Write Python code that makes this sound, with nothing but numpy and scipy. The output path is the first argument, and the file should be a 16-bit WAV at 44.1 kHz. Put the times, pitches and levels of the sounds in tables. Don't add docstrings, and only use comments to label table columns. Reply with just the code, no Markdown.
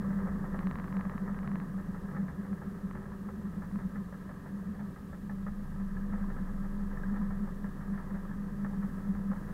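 import sys
import numpy as np
from scipy import signal
from scipy.fft import rfft, irfft
from scipy.io import wavfile
from scipy.ndimage import uniform_filter1d, map_coordinates

SR = 44100
rng = np.random.default_rng(int(sys.argv[2]) if len(sys.argv) > 2 else 0)


def output_pcm(signal):
    pcm = np.clip(np.atleast_2d(signal).T, -1, 1) * 32767
    wavfile.write(sys.argv[1], SR, np.round(pcm).astype(np.int16))


N = 420273
TIME = np.arange(N) / SR
CYCLE_HZ, FIRST_KNOCK_S = 5.97, 0.102

CYLINDER_ACCENTS = [-3.5, -0.5, -1.5, -3, -1, -0.5, 0, -1.5]
# t/s, level/dB
BOOM_BED = [(0.0, -32.5), (0.33, -36), (0.5, -44), (1.4, -42.5), (2.0, -48), (2.7, -45.5), (3.1, -44.5),
            (3.7, -53), (4.4, -49), (5.15, -49), (5.35, -38.5), (5.6, -40), (5.72, -46.5), (6.0, -36),
            (6.2, -35.5), (6.38, -48), (6.85, -35), (7.0, -46.5), (7.2, -34), (7.55, -45.5), (7.8, -51),
            (8.1, -41.5), (9.0, -42.5), (9.52, -43)]
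# centre t/s, half-length/s, peak level/dB
BOOM_SURGES = [(0.13, 0.044, -37), (0.551, 0.035, -33.5), (0.666, 0.034, -33), (0.978, 0.044, -27.5),
               (1.065, 0.017, -30.5), (1.158, 0.011, -31), (1.28, 0.13, -37), (1.547, 0.11, -35),
               (1.762, .04, -37.5), (1.909, 0.045, -35.5), (2.054, 0.025, -35.5), (2.212, 0.036, -30.5),
               (2.398, 0.047, -37), (2.519, 0.029, -31.5), (2.672, 0.03, -34.5), (2.857, 0.045, -38.5),
               (3.273, 0.067, -40), (3.391, 0.032, -35.5), (3.468, 0.039, -37.5), (3.593, 0.047, -37.5),
               (3.752, 0.037, -32.5), (3.853, 0.022, -35), (3.987, 0.052, -36.5), (4.09, .04, -48.5),
               (4.562, 0.085, -38), (4.696, 0.045, -34), (4.835, 0.091, -38), (5.832, 0.077, -36),
               (6.24, 0.077, -35.5), (6.427, 0.015, -41), (6.624, 0.04, -35.5), (7.101, 0.049, -29.5),
               (7.258, 0.046, -31.5), (7.406, 0.065, -33.5), (7.662, 0.042, -32), (7.925, 0.067, -34),
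               (8.159, .04, -36.5), (8.405, 0.041, -33.5), (8.642, 0.077, -33), (8.814, 0.073, -32),
               (9.098, 0.04, -28), (9.196, 0.033, -31), (9.293, 0.066, -31.5)]
# t/s, f/Hz
BOOM_TUNING = [(0.0, 197), (0.75, 194.5), (1.75, 194.5), (2.75, 198), (6.0, 198), (7.5, 200), (8.3, 196.5),
               (9.0, 200)]

# t/s, level/dB
RUSH_RIDE = [(0.0, -41.5), (0.7, -41.5), (1.0, -45), (1.5, -41.5), (2.1, -45), (2.23, -37), (2.36, -46),
             (3.2, -50.5), (3.8, -44.5), (4.4, -49.5), (5.1, -48), (6.25, -50), (6.43, -38), (6.65, -50),
             (7.0, -48.5), (7.4, -45.5), (8.0, -48), (9.5, -45.5)]
CLATTER_RIDE = [(0.0, -45.5), (0.96, -49), (1.55, -49), (1.86, -54), (2.15, -51.5), (2.4, -53), (3.45, -56),
                (3.8, -55), (4.92, -55.5), (5.2, -60.5), (5.7, -54.5), (6.34, -51), (6.8, -53),
                (7.1, -48.5), (7.4, -51), (7.58, -56), (7.95, -50), (8.45, -54), (9.52, -51.5)]
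WHEEL_RIDE = [(0.0, -46), (1.1, -50), (1.6, -51), (1.9, -49.5), (2.15, -50.5), (3.3, -51), (3.75, -49),
              (4.2, -52), (5.7, -49.5), (6.4, -49), (7.1, -49.5), (7.7, -50), (8.5, -51), (8.95, -48.5),
              (9.5, -49)]
FRAME_RIDE = [(0.0, -48), (0.55, -40), (0.9, -48), (1.35, -43.5), (1.6, -49), (1.98, -45), (2.38, -61.5),
              (2.95, -47.5), (3.3, -58), (3.72, -47), (4.1, -54), (5.05, -56.5), (5.5, -41), (6.24, -35),
              (6.9, -36), (7.3, -36), (7.7, -41.5), (9.52, -42.5)]
HOOD_RIDE = [(0.0, -46.5), (1.92, -51.5), (2.06, -50), (3.58, -54.5), (4.06, -53.5), (4.64, -51.5),
             (5.72, -56.5), (6.08, -51.5), (9.52, -51.5)]

# t/s, relative level/dB
EXTRA_BLOWS = [(0.271, -57), (0.44, -73), (0.544, -48), (0.991, -44), (1.278, -55), (1.945, -48),
               (2.147, -47.5), (2.278, -52), (2.616, -51), (3.118, -61), (3.2866, -44), (3.788, -53),
               (3.958, -51), (4.125, -55), (4.292, -47.5), (5.129, -49), (5.2946, -42), (5.465, -42.5),
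               (6.1245, -46.5), (6.302, -60), (6.363, -46), (6.485, -57), (7.302, -52), (7.472, -46),
               (7.642, -47.5), (8.15, -53), (8.31, -52.5), (8.647, -48), (8.825, -45), (9.314, -43)]
# t/s, relative level/dB
FITTING_TAPS = [(0.591, -36.5), (0.631, -42), (0.6704, -36), (0.7114, -36.5), (0.756, -38), (0.786, -39.5),
                (0.7987, -39), (0.8423, -39.5), (0.881, -42), (0.926, -39.5), (0.954, -46), (0.9685, -37.5),
                (1.010, -38), (1.0525, -41.5), (1.0965, -38.5), (1.136, -44), (1.179, -39), (1.345, -42.5),
                (1.389, -39.5), (1.4315, -42), (1.4757, -37), (1.516, -41), (1.5564, -37.5), (1.6005, -39),
                (2.530, -43), (2.911, -40.5), (2.954, -42), (3.119, -47), (3.714, -44.5), (3.758, -42)]
# t/s, relative level/dB, f/Hz
STEEL_CHIRPS = [(5.296, -31.5, 1730), (5.9677, -33, 1700), (6.2265, -33.5, 1600), (6.241, -33, 1050),
                (6.383, -34, 1700), (6.972, -31, 1770), (7.035, -27, 1620), (8.251, -34, 1210),
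                (8.313, -35, 1750), (8.6466, -32, 1780)]

# f/Hz, bandwidth/Hz, relative level/dB
PIPE_RESONANCES = [(182.7, 16.4, 4), (161.8, 25.5, -1), (145.5, 7, 0.5), (219.2, 7.3, -7), (238, 18.3, -11)]
BLOCK_RESONANCES = [(632, 81, -3), (750, 39, -0.5), (900, 86, -2), (1029, 48, 3), (1139, 61, 1.5),
                    (1238, 62, 2), (1317.6, 22, 4.5), (1427, 89, -8.5), (1626, 113, -0.5),
                    (1803, 100, -0.5), (1923, 165, -6.5)]
KNOCK_RESONANCES = [(512, 133, 1.5), (827, 30, 5.5), (947, 130, -2), (1301, 104, 3.5), (1637, 37, -0.5),
                    (1727, 58, 1), (1880, 190, -5.5)]
FITTING_RESONANCES = [(604, 200, -5), (1070, 167, 5.5), (1860, 410, -0.5), (3000, 540, -13.5),
                      (4000, 390, -11)]
HOOD_RESONANCES = [(277.2, 13, 3.5), (324, 17.7, -4), (375.1, 15, -0.5), (400, 24.5, -1), (490, 52, -4.5),
                   (600, 34, -8.5)]

# f/Hz, relative level/dB
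RUMBLE_SPECTRUM = [(20, -47), (36, 6.5), (52, -1), (76, 8), (100, -0.5), (118, 1), (140, 4), (250, -7.5),
                   (330, -16), (700, -43)]
HISS_SPECTRUM = [(20, 4), (1500, 7.5), (2400, 6), (3200, 4.5), (5000, 0.7), (8000, -0.5), (14500, -1.5),
                 (15300, -27), (15700, -35)]


def exhaust_boom(wander_hz=2.876, jitter_rad=0.36, flutter_db=1.9, throb=0.22):
    hz = np.interp(TIME, *np.transpose(BOOM_TUNING)) + wander_hz * drift(per_s=14)
    phase = 2 * np.pi * np.cumsum(hz) / SR + jitter_rad * drift(per_s=45)
    throbbing = (1 + throb * drift(per_s=36)) * from_db(flutter_db * drift(per_s=55))
    return boom_gain() * level_out(throbbing, span_s=0.07) * np.sqrt(2) * np.sin(phase)


def boom_gain():
    power = from_db(np.interp(TIME, *np.transpose(BOOM_BED))) ** 2
    for centre_s, half_s, db in BOOM_SURGES:
        near = np.abs(TIME - centre_s) < half_s
        power[near] += (from_db(db) * np.cos(np.pi / 2 * (TIME[near] - centre_s) / half_s)) ** 2
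    return np.sqrt(power)


def exhaust_rush(level_db=-44, follows_boom=0.057):
    pipe = resonate(firing_noise(decay_s=0.0026), PIPE_RESONANCES)
    pipe = cut(cut(pipe, 302, "low", order=5), 119.6, "high", order=4)
    surge = level_out(boom_gain(), span_s=0.74) ** follows_boom
    rush = rms_one(level_out(pipe, span_s=0.079) * surge)
    return from_db(level_db) * ride(RUSH_RIDE, depth=0.83) * rush


def block_clatter(level_db=-56, leak_db=-25):
    block = cut(resonate(firing_noise(decay_s=0.016), BLOCK_RESONANCES), 380, "high", order=2)
    body = cut(block, 2096, "low", order=8)
    leak = from_db(leak_db) * ride(CLATTER_RIDE, depth=0.4) * cut(block, 2400, "high", order=2)
    return from_db(level_db) * ride(CLATTER_RIDE, depth=0.72) * level_out(body + leak, span_s=0.1)


def firing_noise(decay_s, spread_db=3):
    white = rng.standard_normal(N)
    cylinders = len(CYLINDER_ACCENTS)
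    firings = ((TIME - FIRST_KNOCK_S) * CYCLE_HZ + 1) * cylinders
    index = firings.astype(int)
    age_s = (firings % 1) / (cylinders * CYCLE_HZ)
    scatter_db = spread_db * rng.uniform(-1.8, 1, index[-1] + 1)
    accent = from_db(np.array(CYLINDER_ACCENTS)[index % cylinders] + scatter_db[index])
    return white * (1 + accent * np.exp(-age_s / decay_s))


def cylinder_knocks(beat_db=-49, uneven_db=2.6, lag_s=0.001, leak_db=-19):
    beat_s = np.arange(FIRST_KNOCK_S, N / SR, 1 / CYCLE_HZ) + lag_s
    beats = np.transpose([beat_s, beat_db + uneven_db * rng.standard_normal(len(beat_s))])
    bursts = blow_envelope(np.vstack([beats, EXTRA_BLOWS, loose_rattles()]))
    grit = level_out(resonate(rng.standard_normal(N), KNOCK_RESONANCES), span_s=0.013)
    body = cut(grit, 2350, "low", order=8)
    leak = from_db(leak_db) * cut(grit, 3000, "high", order=2)
    return ride(CLATTER_RIDE, depth=0.78) * bursts * (body + leak)


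def blow_envelope(blows, attack_s=0.0009, decay_s=0.0078, tail_s=0.026, tail_db=-14):
    rebounds = from_db(-8) * clicks(blows, delay_s=0.0154)
    hits = clicks(blows) + rebounds + 1e-18
    rise, fall, linger = np.exp(-1 / (np.array([attack_s, decay_s, tail_s]) * SR))
    punch = signal.lfilter([1], [1, -fall], hits)
    tail = from_db(tail_db) * signal.lfilter([1], [1, -linger], hits)
    return signal.lfilter([1 - rise], [1, -rise], punch + tail) / (1 + from_db(tail_db))


def loose_rattles(per_s=9, level_db=-54.5, spread_db=3.5):
    when, strength = rng.random((int(per_s * N / SR), 2)).T
    return np.transpose([when * N / SR, level_db + spread_db * (2 * strength - 1)])


def loose_fitting(contact_s=0.00022, hard_tap_db=-35, softening=0.6, makeup_db=31, bright_db=-24):
    force = np.zeros(N)
    for s, db in FITTING_TAPS:
        contact_samples = contact_s * from_db(softening * (hard_tap_db - db)) * SR
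        age = np.arange(int(contact_samples) + 1) + 0.5
        push = np.sin(np.pi * np.minimum(age / contact_samples, 1))
        force[int(s * SR) + np.arange(len(push))] += from_db(db) * push / push.sum()
    ring = resonate(force, FITTING_RESONANCES)
    return from_db(makeup_db) * (cut(ring, 5400, "low", order=6) + from_db(bright_db) * ring)


def steel_chirps(attack_s=0.0023, trim_db=-12):
    out = np.zeros(N)
    for s, db, hz in STEEL_CHIRPS:
        age = np.clip((TIME - s) / attack_s, 0, 20)
        envelope = from_db(db + trim_db) * age * np.exp(1 - age)
        out += envelope * np.sin(2 * np.pi * hz * (TIME - s))
    return out


def wheel_rumble(level_db=-47):
    rumble = cut(noise(RUMBLE_SPECTRUM), 28, "high", order=3)
    return from_db(level_db) * ride(WHEEL_RIDE) * level_out(rumble, span_s=0.19)


def frame_shudder(level_db=-47.5, hz=24.4, sway_rad=0.16, tremble_db=0.5):
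    tremble = from_db(tremble_db * drift(per_s=8.1))
    phase = 2 * np.pi * hz * TIME + sway_rad * drift(per_s=9.7)
    return from_db(level_db) * ride(FRAME_RIDE) * tremble * np.sqrt(2) * np.sin(phase)


def hood_drone(level_db=-55):
    panels = resonate(firing_noise(decay_s=0.0097), HOOD_RESONANCES)
    drone = cut(cut(panels, 640, "low", order=3), 272, "high", order=3)
    return from_db(level_db) * ride(HOOD_RIDE) * level_out(drone, span_s=0.24)


def singing_panel(level_db=-57, hz=382, width_hz=26, peak_s=2.97, spread_s=0.86):
    ring = resonate(rng.standard_normal(N), [(hz, width_hz, 0)])
    focused = resonate(ring, [(hz, 2 * width_hz, 0)])
    swell = np.exp(-((TIME - peak_s) / spread_s) ** 2)
    return from_db(level_db) * swell * level_out(focused, span_s=0.15)


def from_db(db):
    return 10 ** (np.asarray(db) / 20)


def rms_one(x):
    return x / np.sqrt(np.mean(x ** 2) + 1e-20)


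def ride(curve, depth=1):
    db = np.interp(TIME, *np.transpose(curve))
    return from_db(depth * (db - db.mean()))


def level_out(x, span_s):
    size = int(span_s * SR) + 1
    return x / np.sqrt(uniform_filter1d(uniform_filter1d(x * x, size), size) + 1e-20)


def noise(spectrum):
    hz, db = np.transpose(spectrum)
    grid = np.maximum(np.fft.rfftfreq(2 * N, 1 / SR), 1)
    shape = from_db(np.interp(np.log(grid), np.log(hz), db))
    return rms_one(irfft(rfft(rng.standard_normal(2 * N)) * shape)[:N])


def drift(per_s):
    knots = rng.standard_normal(4096)
    return rms_one(map_coordinates(knots, [TIME * per_s], order=3, mode="wrap"))


def cut(x, hz, kind, order):
    return signal.sosfilt(signal.butter(order, hz, kind, fs=SR, output="sos"), x)


def resonate(force, modes):
    out = np.zeros(N)
    for k, (hz, width_hz, db) in enumerate(modes):
        radius = np.exp(-np.pi * width_hz / SR)
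        poles = [1, -2 * radius * np.cos(2 * np.pi * hz / SR), radius ** 2]
        gain = (-1) ** k * from_db(db) * (1 - radius ** 2) / 2
        out += gain * signal.lfilter([1, 0, -1], poles, force + 1e-18)
    return out


def clicks(rows, delay_s=0):
    s, db = np.transpose(rows)
    out = np.zeros(N)
    np.add.at(out, np.clip(((s + delay_s) * SR).astype(int), 0, N - 1), from_db(db))
    return out


def scene():
    foreground = exhaust_boom() + block_clatter() + cylinder_knocks() + loose_fitting() + steel_chirps()
    bed = frame_shudder() + wheel_rumble() + exhaust_rush() + hood_drone() + singing_panel()
    return (foreground + bed)[None]


def record(dry, hiss_db=-70, whine_db=-94, whine_hz=9524, cutoff_hz=15700):
    hiss = from_db(hiss_db) * noise(HISS_SPECTRUM)
    whine = from_db(whine_db) * np.sqrt(2) * np.sin(2 * np.pi * whine_hz * TIME)
    top_cut = signal.ellip(10, 0.1, 80, cutoff_hz, fs=SR, output="sos")
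    return signal.sosfilt(top_cut, dry + hiss + whine)


dry = scene()
out = record(dry)
output_pcm(out)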